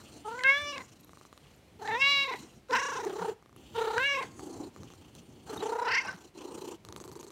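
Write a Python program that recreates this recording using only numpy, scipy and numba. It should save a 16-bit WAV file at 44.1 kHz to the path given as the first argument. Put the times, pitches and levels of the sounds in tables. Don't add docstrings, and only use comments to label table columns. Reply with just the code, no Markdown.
import sys
import numpy as np
from scipy import signal
from scipy.fft import rfft, irfft, next_fast_len
from scipy.io import wavfile
from scipy.ndimage import uniform_filter1d
from numba import njit

SR = 44100
rng = np.random.default_rng(int(sys.argv[2]) if len(sys.argv) > 2 else 0)


def transcribe(signal):
    frames = np.atleast_2d(signal).T
    limited = np.clip(frames, -1, 1)
    pcm = np.round(limited * 32767).astype(np.int16)
    wavfile.write(sys.argv[1], SR, pcm)


def volts(x):
    e = np.asarray(x, float) / 20
    return 10 ** e


N = 322371

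# [t/s, beats so far/1], a whole number is the widest opening
BEATS = [(0, -.2), (.255, 6), (.815, 23), (1.265, 35), (1.828, 51), (2.236, 64), (2.397, 69), (2.806, 81),
         (3.011, 87), (3.075, 89), (3.255, 95), (3.578, 104), (3.973, 117), (4.163, 123), (4.4, 130),
         (4.95, 146), (5.505, 162), (6.2, 183.55), (6.752, 200), (6.862, 203), (7.318, 215)]
# [t/s, f/Hz, level/dB, mouth resonance/Hz, mouth opening/1]
MEW_1 = [(0.244, 407.3, -40, 1080, 0.2), (.39, 507, -44, 1583, 0.49), (0.433, 500, -45, 1925, 0.47),
         (0.448, 528.8, -40.5, 1817, 0.96), (.5, 545.4, -36, 2060, 0.93), (0.601, 584.5, -44.5, 1930, 0.6),
         (0.698, 578.6, -45, 2790, 0.61), (0.762, 539.6, -44, 2470, 0.6), (0.809, 478.4, -47, 2033, 0.41)]
MEW_2 = [(1.791, 412.2, -46.5, 1230, 0.17), (1.899, 421.6, -38, 1860, 0.53),
         (1.958, 468, -35.5, 1860, 0.59), (1.988, 520, -43.5, 2480, 0.47), (2.021, 548, -44.5, 2430, 1.09),
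         (2.1, 566, -43, 2540, 0.93), (2.234, 551.5, -47, 2483, 0.93), (2.268, 533.4, -40.5, 2230, 0.54),
         (2.34, 444.5, -37.5, 2020, 0.55)]
MEW_3 = [(2.69, 490, -37, 1430, 0.21), (2.74, 473, -32, 1580, 0.62), (2.798, 516.5, -39, 1740, 0.66),
         (2.899, 522.2, -41.5, 1530, 0.59), (2.98, 466, -40.5, 1310, 0.55),
         (3.05, 404.5, -38.5, 2140, 0.21), (3.132, 355.5, -43, 1169, 0.11),
         (3.199, 429.8, -38.5, 1250, 0.33), (3.3, 410.3, -36.5, 1140, 0.21)]
MEW_4 = [(3.74, 464.3, -37, 1340, 0.32), (3.819, 448.4, -32.5, 1250, 0.35), (3.919, 431.8, -37, 1320, 0.35),
         (3.97, 457.5, -33, 1420, 0.41), (4.01, 516, -39, 1440, 0.72), (4.06, 565.7, -45, 2000, 0.98),
         (4.13, 559.2, -41, 2060, 0.8), (4.19, 515.6, -38.5, 2380, 0.53), (4.235, 458.7, -37, 1920, 0.43)]
MEW_5 = [(5.6, 372, -30.5, 1200, 0.092), (5.64, 418.5, -35.5, 1135, 0.038),
         (5.821, 459.4, -35.5, 1250, 0.26), (5.878, 463.3, -36, 1428, 0.67),
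         (5.94, 490.5, -44.5, 1907, 0.93), (6.002, 498, -50, 2100, 0.92), (6.045, 479, -51, 1589, 0.64),
         (6.089, 500, -50.5, 1570, 0.66), (6.14, 481, -53.5, 1550, 0.54)]
FALSE_START = [(5.47, 397, -41, 1300, .05), (5.5, 425, -46.5, 1320, .05), (5.54, 428, -42, 1260, .12),
               (5.58, 411, -46, 1260, .12)]
# [octave over fundamental/dB, its growth with a full opening/dB, cheek share/1,
# leak between resonances/1, mouth width/Hz, third under octave/dB, throat spread/1]
POSTURES = [
    (4, -4, 0.029, .01, 280, -11.5, 0.084),
    (6, 13.5, 0.27, 0.02, 230, -29, 0.16),
    (4.5, 44, 0.5, 0.027, 270, -48, 0.28),
    (0.5, 1, 0.48, 0.19, 350, -41, 0.064),
    (-3.5, 8, .1, .03, 280, -14, .11),
    (6, 22, 0.48, 0.051, 330, -31, 0.074),
]
# [t/s, hoarseness/1, trill/% of pitch,
# lean/1 (+ quick rise, - flat top and quick dip)]
GRIP = [(.25, .14, 2.5, .3), (.42, .1, 1.5, .3), (.46, .03, .25, -.4), (.69, .015, .3, -.5),
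        (.75, .1, 3.5, -.5), (.79, .4, 6, -.5), (1.85, .3, 6, .4), (1.9, .25, 3, .4), (1.94, .2, 1.5, .4),
        (1.97, .12, .6, .4), (2.02, .04, .25, 0), (2.1, .02, .15, 0), (2.22, .015, .2, -.5),
        (2.26, .06, 3, -.5), (2.32, .25, 7, -.5), (2.36, .5, 7, -.5), (2.75, .2, 6, -.1),
        (2.85, .12, 6.5, -.65), (3.0, .2, 9, -.3), (3.12, .35, 9, 0), (3.76, .26, 3.2, .4),
        (3.93, .24, 4.5, .4), (4.03, .02, .3, 0), (4.12, .03, .4, -.5), (4.18, .06, 2.5, -.5),
        (4.22, .4, 10, -.5), (5.55, .6, 5, 0), (5.65, .3, 5.5, 0), (5.85, .32, 6, -.2),
        (5.97, .32, 6, -.45), (6.02, .4, 6, -.4), (6.05, .85, 8, -.3)]
# [t/s, low resonance/Hz, its level re mouth/dB, high resonance/Hz, its level re mouth/dB]
THROAT = [(.3, 3700, -15, 5500, -28), (.45, 3700, -30, 5300, -42), (.5, 3600, -28, 5400, -33),
          (.58, 3360, 0, 5600, -19), (.64, 3460, -4.5, 5650, -13), (.7, 3570, -9, 5260, -2.5),
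          (.78, 4100, -8, 5500, -20.5), (1.85, 4000, -10, 5610, -18.5), (1.95, 3650, -10.5, 5600, -36),
          (2.0, 3650, -14.5, 5170, -8.5), (2.03, 3670, -15.5, 4900, -26), (2.1, 3920, -2.5, 4960, -16),
          (2.2, 3920, -2.5, 5200, -21.5), (2.33, 3886, -7.5, 5500, -21), (2.74, 3890, -21, 5150, -14),
          (2.8, 3700, -13, 5760, -7), (2.85, 3700, -13, 6100, -7), (2.93, 3700, -17, 5960, -8),
          (3.1, 3900, -9, 5600, -11), (3.25, 3900, -17, 5200, -24), (3.78, 3800, -8.5, 6200, -20),
          (3.95, 4050, -6, 5960, -34), (4.06, 3970, -18, 5860, -32), (4.1, 3900, -24, 5640, -20),
          (4.16, 3850, -17, 5460, -13), (4.2, 3810, -13, 5300, -24), (5.85, 4000, -13.5, 5300, -19),
          (5.92, 4350, -9.5, 5200, -15), (6.0, 4660, -13, 5800, -12), (6.08, 4130, -10, 5240, -11)]
# [t/s, length/s, strong-weak alternation of the folds/1, change of the
# octave/dB]
WOBBLES = [(.47, .05, 0, 0), (.56, .05, .08, 0), (2.014, 0.035, 0.08, -1.5), (2.078, 0.044, 0.11, 3.5),
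           (2.292, 0.028, 0.23, 0), (2.766, 0.047, 0.2, -1.5), (4.046, .04, 0.05, -1),
           (4.065, 0.038, 0.02, -22), (5.967, .06, 0.14, -2), (2.74, .05, 0.14, 3), (3.237, 0.07, .02, 6),
           (4.183, 0.074, .02, 5.5), (5.66, .03, .02, 5.5), (5.815, .03, .02, 1.5)]
# [start/s, end/s, flow/dB, nose boom over flow/dB, pulsing/dB]
BREATHS = [(-.05, 0.248, -62, 5, 2.5), (0.235, 0.872, -61, 0.5, 1), (0.837, 1.316, -68.5, 1, 7),
           (1.301, 1.617, -74, -6, 4), (1.594, 1.83, -81, -3.5, 3.5), (1.786, 2.461, -60.5, 0, 2.5),
           (2.335, 2.61, -67, 4, 0.5), (2.681, 3.005, -56, -2, 0), (2.965, 3.346, -57.5, 0.5, 2),
           (3.398, 3.577, -100, 13, 6), (3.549, 3.774, -69.5, 8, 1), (3.731, 4.295, -56.5, -4, 2),
           (4.259, 4.39, -69.5, 8, -2.5), (4.356, 4.704, -58.5, 13, 3), (4.714, 5.14, -70.5, 10, 4.5),
           (5.125, 5.229, -63.5, 0, 4.5), (5.193, 5.49, -72.5, 11, 2.5), (5.455, 5.766, -55, 7.5, 3.5),
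           (5.733, 6.31, -64.5, 6.5, 5.5), (6.338, 6.558, -61, 15.5, 4.5), (6.514, 6.771, -56.5, 13, 6),
           (6.83, 6.962, -71.5, 16, 12.5), (6.932, 7.402, -66, 14.5, 14)]
# [f/Hz, width/Hz, level/dB]
AIRWAY = [(1250, 500, 11), (2950, 810, 14), (4093, 410, 13), (6145, 1060, 12), (6910, 700, 10),
          (8660, 600, 8.5), (11800, 3400, -6), (14000, 1200, -11)]
# [t/s, stretch of the resonances/1, cheek and flat hiss/dB]
PASSAGE = [(0, 1.01, -1.5), (.8, 1.01, 0), (1.1, .98, -8.5), (1.45, 1.01, -3), (1.8, 1.01, 0.5),
           (2.5, 0.96, -3), (3.3, 1.003, 3), (3.8, 1.01, 7.5), (4.38, 1.11, -8), (4.68, 1.0, -6),
           (4.8, 1.01, 3.5), (5.45, 1.017, 3.5), (5.7, 1.01, -5.5), (6.4, 1.01, -2), (6.75, 1.016, 1),
           (6.86, 1.1, -9.5), (7.3, 1.04, -13)]
# [t/s, resonance/Hz]
NOSE = [(0, 278.5), (4.7, 313), (6.2, 321), (6.5, 358)]
# [t/s, level at a flow of -61 dB/dB]
DRAUGHT = [(0, -63.5), (.7, -59), (1.2, -64), (2.0, -56.5), (2.62, -63), (3.2, -56.5), (3.5, -57.5),
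           (4.1, -60), (4.55, -53), (5.3, -54), (5.6, -63), (5.9, -61.5), (6.2, -55), (6.5, -63.5),
           (6.9, -53), (7.3, -57.5)]
# [first t/s, last t/s, first peak/dB, last peak/dB,
# low thud re peak/dB]
SNAPS = [(1.0937, 1.252, -51, -51, 5), (1.328, 1.3275, -49.5, -47, 5), (1.3769, 1.3776, -40.5, -44.5, -7.5),
         (1.46, 1.46, -51, -52, -4), (3.4257, 3.5628, -55.5, -54, 4.5), (2.976, 3.005, -43, -41, -14),
         (3.05, 3.049, -31, -42, -10), (3.097, 3.097, -40, -45, -12), (3.22, 3.22, -46, -41, -12),
         (4.3946, 4.3944, -59, -65, 22), (4.7625, 4.7628, -44.5, -45, 6),
         (4.8332, 4.8335, -37.5, -34, -6.5), (4.903, 4.9367, -41.5, -42, -4.5),
         (5.1516, 5.1523, -38, -47, -30), (5.699, 5.699, -42, -44, -15), (6.06, 6.163, -41, -44, -10),
         (.84, .937, -57, -54, -14), (6.85, 6.9628, -34.5, -30, -8.5), (7.002, 7.116, -34, -36.5, -9.5),
         (7.155, 7.3045, -39.5, -41, -7)]
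# [t/s, peak/dB, ring f/Hz, grit re ring/dB]
SMACKS = [(0.4358, -24.5, 1660, 11), (0.7801, -30.5, 2184, 5.5), (1.0006, -55.5, 11970, -31),
          (1.0091, -48, 11500, -29.5), (1.0462, -45, 11600, -30), (1.8755, -30.5, 1900, 7),
          (2.337, -31, 2130, 1), (2.6862, -48.5, 1357, 4), (2.709, -32, 1490, 6), (3.9804, -15.5, 1550, 0),
          (4.2276, -35.5, 2180, 11), (0.392, -31, 2120, 0), (.499, -30, 2130, 2),
          (1.5639, -58.5, 11500, -28.5), (2.753, -41, 11830, -30), (3.5639, -47, 11200, -30),
          (5.5394, -54, 11400, -30), (5.57, -42, 11300, -30), (5.798, -41.5, 3970, 10),
          (7.21, -48, 11800, 8), (.808, -39, 2050, -8), (0.8182, -40, 2000, -2), (.617, -44, 8090, -32),
          (4.15, -27, 2550, -4), (6.087, -38, 1510, -8), (.408, -32, 2030, -12), (2.754, -30, 4000, -8)]
# [t/s, peak/dB, f/Hz, length/s]
BUMPS = [(.63, -46, 85, 0.035), (2.723, -41.5, 290, 0.033), (2.76, -43, 238, 0.042),
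         (3.225, -39.5, 180.4, 0.041), (1.45, -56, 140, .05), (3.65, -52, 62, .05), (3.9, -53, 60, .05),
         (4.999, -52, 90, 0.048), (5.294, -46.5, 251, 0.01), (6.077, -48, 198, 0.023),
         (6.153, -43, 180, 0.019), (6.896, -45, 98, 0.025)]
# [t/s, peak/dB, f/Hz, length/s]
SQUEAKS = [
    (.495, -26, 2130, .014),
    (5.499, -45, 4150, 0.0098),
    (5.579, -40, 3740, 0.0077),
    (5.608, -40.5, 3900, 0.009),
    (5.992, -27.5, 2150, 0.018),
    (6.092, -29.5, 1530, 0.018),
    (6.055, -36, 829.3, 0.012),
]
# [f/Hz, density/dB per Hz]
ROOM = [(18, -26.5), (42, 1), (483, -10.5), (1530, -21.5), (1990, -19), (2210, -19), (13200, -37),
        (15800, -44)]

SHUT_DB, OPENING_DB = -21, 40.5
ATTACK_S, RELEASE_S, RELEASE_DB = 0.023, 0.06, -39.5
FUZZ_DB, HISS_DB, HISS_PULSE_DB = -38, -33, 5.5
POCKET_HZ, POCKET_WIDTH_HZ, POCKET_DEPTH = 4300, 200, 0.53
BREATH_IN_S, BREATH_OUT_S, PAUSE_DB = 0.038, 0.046, -101.5
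NOSE_SWELL_DB = 2
RUMBLE_PER_FLOW = 0.21
SNAP_SCATTER_DB, BEAT_SCATTER_DB = 1.5, 1.5
ROOM_DB = -57


def mew(table, posture, turn):
    start_s, end_s = table[0][0], table[-1][0]
    t = np.arange(int(start_s * SR), int((end_s + RELEASE_S) * SR)) / SR
    n = len(t)
    turn = turn[int(start_s * SR):][:n]
    hz, level_db, mouth_hz, opening = columns(table, t)
    level_db = level_db + RELEASE_DB * np.clip((t - end_s) / RELEASE_S, 0, 1)
    mouth_db = level_db + SHUT_DB + OPENING_DB * opening
    octave_split_db, split_growth_db, _, _, mouth_width, third_db, _ = posture
    split_db = octave_split_db + split_growth_db * (opening - 0.5)
    first_db, octave_db = level_db - split_db / 2, level_db + split_db / 2
    throat_hz, throat_db, high_hz, high_db = columns(THROAT, t)
    throat_db, high_db = mouth_db + throat_db, mouth_db + high_db
    swell = np.array([np.exp(-(2 * (t - s) / length) ** 2) for s, length, *_ in WOBBLES])
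    uneven, loss_db = np.transpose(WOBBLES)[2:] @ swell
    hoarse, trill_percent, lean = columns(GRIP, t)
    trill = trill_percent / 100

    beat = np.cos(turn - 0.35)
    bend = np.cos(turn - 0.35 + lean * (beat - 1) + np.minimum(lean, 0) * np.sin(turn - 0.35))
    sung = hz * (1 + 1.4 * trill * bend + (0.0002 + 0.03 * hoarse) * walk(300, size=n))
    cycle = np.cumsum(2 * np.pi * sung / SR)
    k = np.arange(1, 27)[:, None]

    cheek_drive = np.clip((mouth_db - first_db) / 10, 0, 1)
    tracts = vocal_tract(k, posture, opening, mouth_hz, cheek_drive, throat_hz, high_hz)
    gain = np.zeros((len(k), n))
    for tract, db in zip(tracts, (mouth_db, throat_db, high_db)):
        gain += volts(db) * tract(k * sung) / np.sqrt(np.sum(tract(k * hz) ** 2, axis=0))
    gain *= 1 - POCKET_DEPTH / (1 + ((k * sung - POCKET_HZ) / POCKET_WIDTH_HZ) ** 2)
    gain[0] = volts(first_db + 160 * np.clip(lean, -0.45, 0) * (sung / hz - 1))
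    gain[1] = volts(octave_db + loss_db)
    gain[2] += volts(octave_db + third_db)
    gain[2:] *= 1 + uneven * np.cos(cycle / 2) * (1 + 0.5 * walk(80, size=n))
    shimmer = volts((0.6 + 2.5 * hoarse) * np.array([walk(60, size=n) for _ in k]))

    chop_db = np.clip(3 + 0.45 * (first_db - mouth_db), 0, 8) * np.clip(trill * 22, 0, 1)
    gate = np.tanh(1.5 * np.cos(turn + 0.3) + 0.6) - 0.6
    scatter_db = BEAT_SCATTER_DB * np.clip(trill * 20, 0, 1) * walk(35, size=n) / 1.7
    chop = volts(chop_db * gate + scatter_db)

    flare_db = np.clip(np.minimum(110 * trill, 6) - chop_db, 0, 8)
    flare_db = flare_db * (np.cos(turn + 1.2 - 0.5 * np.cos(turn + 1.2)) - 0.4)

    def flare(order):
        return volts(np.clip((order - 2.5) / 6, 0, 1) * flare_db)

    waves = np.cos(k * cycle - 0.16 * (k - 5) ** 2)
    depth = np.where(k > 1, 1, 0.85)
    tone = -np.sqrt(2) * np.sum(gain * chop ** depth * shimmer * flare(k) * waves, axis=0)

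    air = rng.standard_normal((3, n))
    rasp = volts(mouth_db) * cavity_noise(air[0], mouth_hz, 1.3 * mouth_width, 900)
    rasp += volts(throat_db - 2.5) * flare(9) * cavity_noise(air[1], throat_hz, 600, 900)
    rasp += volts(high_db - 2.5) * flare(9) * cavity_noise(air[2], high_hz, 1300, 1600)
    rasp += (volts(octave_db) + volts(first_db - 4)) * cavity_noise(air[2], 1.7 * hz, 800, 1000)
    rasp += volts(first_db - 7) * cavity_noise(air[0], 1250, 450, 600)

    hiss_pulse_db = HISS_PULSE_DB * np.clip(trill * 20 - 2 * lean, 0, 1) * np.cos(turn + 1.6)
    leak = volts(mouth_db + FUZZ_DB) * unit(band(air[1], 4800, 3500))
    leak += volts(level_db + HISS_DB + hiss_pulse_db) * unit(band(air[0], 8000, 12000))
    attack = np.clip((t - t[0]) / ATTACK_S, 0, 1)
    return attack * (tone * (1 - 0.5 * hoarse) + 0.65 * np.sqrt(chop) * hoarse * rasp + leak)


def vocal_tract(k, posture, opening, mouth_hz, cheek_drive, throat_hz, high_hz):
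    _, _, cheek_share, leak, mouth_width, _, spread = posture

    def mouth(f):
        peak = 1 / (1 + ((f - mouth_hz) / mouth_width) ** 2) ** 0.87
        floor = leak * np.clip(opening, 0, 1) ** 2
        cheek = cheek_share * cheek_drive / (1 + ((f - 2750) / 200) ** 2)
        return (k > 2) * (peak + floor + cheek) / (1 + (f / 3300) ** 12)

    def throat(f):
        peak = 1 / (1 + ((f - throat_hz) / 290) ** 2) + 0.2 * spread
        top = 0.012 / (1 + ((f - 12400) / 1100) ** 4)
        return peak / (1 + (f / 6000) ** 8) / (1 + (3100 / f) ** 12) + top

    def high(f):
        peak = 1 / (1 + ((f - high_hz) / 620) ** 4)
        return (peak + spread / (1 + (f / 8500) ** 10)) / (1 + (4300 / f) ** 12)

    return mouth, throat, high


def breath(t, turn):
    hiss_db, rumble_db, nose_db, pulse_db = breath_flow(t)
    nose_hz = columns(NOSE, t)[0]
    stretch, cheek_db = columns(PASSAGE, t)
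    air = rng.standard_normal((4, N))
    drift = stretch + 0.008 * walk(6)

    hiss = 0.33 * volts(cheek_db) * air[1]
    for f, width, db in AIRWAY:
        level_db = db + 1.75 * walk(35)
        if 2000 < f < 3500:
            level_db = level_db + cheek_db
        if 10000 < f < 13000:
            level_db = level_db + 0.4 * pulse_db
        if f < 2000:
            level_db = level_db + 0.5 * cheek_db
        hiss = hiss + volts(level_db) * band(band(air[0], f * drift, width), f * drift, 2.0 * width)

    rumble = cavity_noise(air[1], 120, 260, 240, second_hz=123) * volts(2.47 * walk(18))
    nose = cavity_noise(air[2], nose_hz, 140, 180)
    nose += 0.35 * cavity_noise(air[3], 2.62 * nose_hz, 260, 400, second_hz=2.6 * nose_hz)
    puff_db = pulse_db * (np.tanh(2.4 * (np.cos(turn - 0.15) + 0.26)) - 0.5)

    out = unit(hiss) * volts(hiss_db + 4.5 + puff_db)
    out += nose * volts(nose_db + 0.5 * puff_db + 1.2 * walk(40))
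    out += rumble * volts(rumble_db)
    return out + unit(band(air[2], 5000, 16000)) * volts(-75 + 0.32 * (hiss_db + 69))


def breath_flow(t):
    flow, boom, pulsing = volts(PAUSE_DB), volts(PAUSE_DB + 11.0), 0
    for start, end, flow_db, nose_db, pulse_db in BREATHS:
        hold = np.clip(np.minimum((t - start) / BREATH_IN_S, (end - t) / BREATH_OUT_S), 0, 1)
        growth = np.interp(t, [start, end], volts([-NOSE_SWELL_DB, NOSE_SWELL_DB]))
        flow = flow + hold * volts(flow_db)
        boom = boom + hold * volts(flow_db + nose_db) * growth
        pulsing = pulsing + hold * pulse_db
    flow_db = 20 * np.log10(flow)
    rumble_db = columns(DRAUGHT, t)[0] + RUMBLE_PER_FLOW * (flow_db + 61.0)
    return flow_db, rumble_db, 20 * np.log10(boom), pulsing


def snap(t, thud_db):
    grit = rng.standard_normal(len(t))
    spike = grit * np.exp(-t / 0.0007) - 4 * np.exp(-(t / 0.00005 - 2) ** 2)
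    ring = 0.08 * spike + 1.1 * band(spike, 9100, 7000)
    for f, width, db in AIRWAY[2:]:
        ring += volts(db) * band(spike, f, 0.99 * width)
    thud = -np.cos(2 * np.pi * 1150 * t) * np.exp(-t / 0.0016)
    thud += 1.34 * np.sin(2 * np.pi * 380 * t) * np.exp(-t / 0.001)
    return ring / -ring[np.abs(ring).argmax()] + volts(thud_db + 2.0) * thud


def smack(t, hz, grit_db):
    ring = np.sin(2 * np.pi * hz * t) * np.exp(-t / 0.0034 * max(1, hz / 5000))
    grit = rng.standard_normal(len(t)) * np.exp(-t / 0.0013)
    for width in (4600, 4600, 6000):
        grit = band(grit, 3000, width)
    return (ring + volts(grit_db) * grit) * np.minimum(t / 0.00024, 1)


def clicks():
    t = np.arange(600) / SR
    out = np.zeros(N + len(t))
    for first, last, first_db, last_db, thud_db in SNAPS:
        count = int(round(np.ptp(columns(BEATS, [first, last])[0]))) + 1
        peaks_db = np.linspace(first_db, last_db, count) + SNAP_SCATTER_DB * rng.standard_normal(count)
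        for s, db in zip(np.linspace(first, last, count), peaks_db):
            out[int(s * SR):][:len(t)] += volts(db) * snap(t, thud_db)
    for s, db, hz, grit_db in SMACKS:
        out[int(s * SR):][:len(t)] += volts(db) * smack(t, hz, grit_db)
    return out[:N]


def bumps(t):
    out = np.zeros(len(t))
    for s, db, hz, length in BUMPS + SQUEAKS:
        out += volts(db) * np.sin(2 * np.pi * hz * (t - s)) * np.exp(-(2 * (t - s) / length) ** 2)
    return out


def echo(cat):
    t = np.arange(8000) / SR
    tail = band(rng.standard_normal(len(t)), 1200, 2400) * np.exp(-np.log(1000) * t / 0.44)
    return signal.fftconvolve(cat, tail / np.sqrt(np.sum(tail ** 2)))[:N]


def room_tone():
    size = next_fast_len(N)
    hz = np.arange(size // 2 + 1) * SR / size
    hush = irfft(rfft(rng.standard_normal(size)) * shape(ROOM, hz), size)[:N]
    return unit(hush) * volts(ROOM_DB - 5.0 + walk(3.2))


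def unit(x):
    return x / np.sqrt(np.mean(x ** 2))


def columns(table, t):
    s, *rest = np.transpose(table)
    return [np.interp(t, s, c) for c in rest]


def shape(points, hz):
    f, db = np.transpose(points)
    return volts(np.interp(np.log(hz + 1), np.log(f), db))


@njit
def svf(x, hz, width):
    y, band_state, low_state = np.empty(len(x)), 0., 0.
    for i in range(len(x)):
        g, k = np.tan(np.pi * hz[i] / SR), width / hz[i]
        v = (band_state + g * (x[i] - low_state)) / (1 + g * (g + k))
        band_state = 2 * v - band_state
        low_state += 2 * g * v
        y[i] = k * v
    return y


def band(x, hz, width):
    return svf(x, hz + np.zeros(len(x)), float(width))


def cavity_noise(air, hz, width, second_width, second_hz=None):
    second_hz = hz if second_hz is None else second_hz
    return unit(band(band(air, hz, width), second_hz, second_width))


def walk(rate, size=N):
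    k = int(SR / rate)
    held = np.repeat(rng.standard_normal(size // k + 1), k)
    return 2.27 * uniform_filter1d(uniform_filter1d(held, k), k)[:size]


def scene():
    t = np.arange(N) / SR
    turn = 2 * np.pi * columns(BEATS, t)[0]
    cat = breath(t, turn) + clicks() + bumps(t)
    for table, posture in zip((MEW_1, MEW_2, MEW_3, MEW_4, FALSE_START, MEW_5), POSTURES):
        voice = mew(table, posture, turn)
        cat[int(table[0][0] * SR):][:len(voice)] += voice
    return (cat + volts(-24) * echo(cat) + room_tone())[None]


def low_pass(x):
    return signal.sosfilt(signal.butter(12, 16450, fs=SR, output="sos"), x)


def record(dry):
    bass_cut = signal.sosfilt(signal.butter(4, 56, "high", fs=SR, output="sos"), dry)
    top_cut = signal.sosfilt(signal.ellip(8, 0.2, 70, 15750, fs=SR, output="sos"), bass_cut)
    return low_pass(top_cut)


dry = scene()
out = record(dry)
transcribe(out)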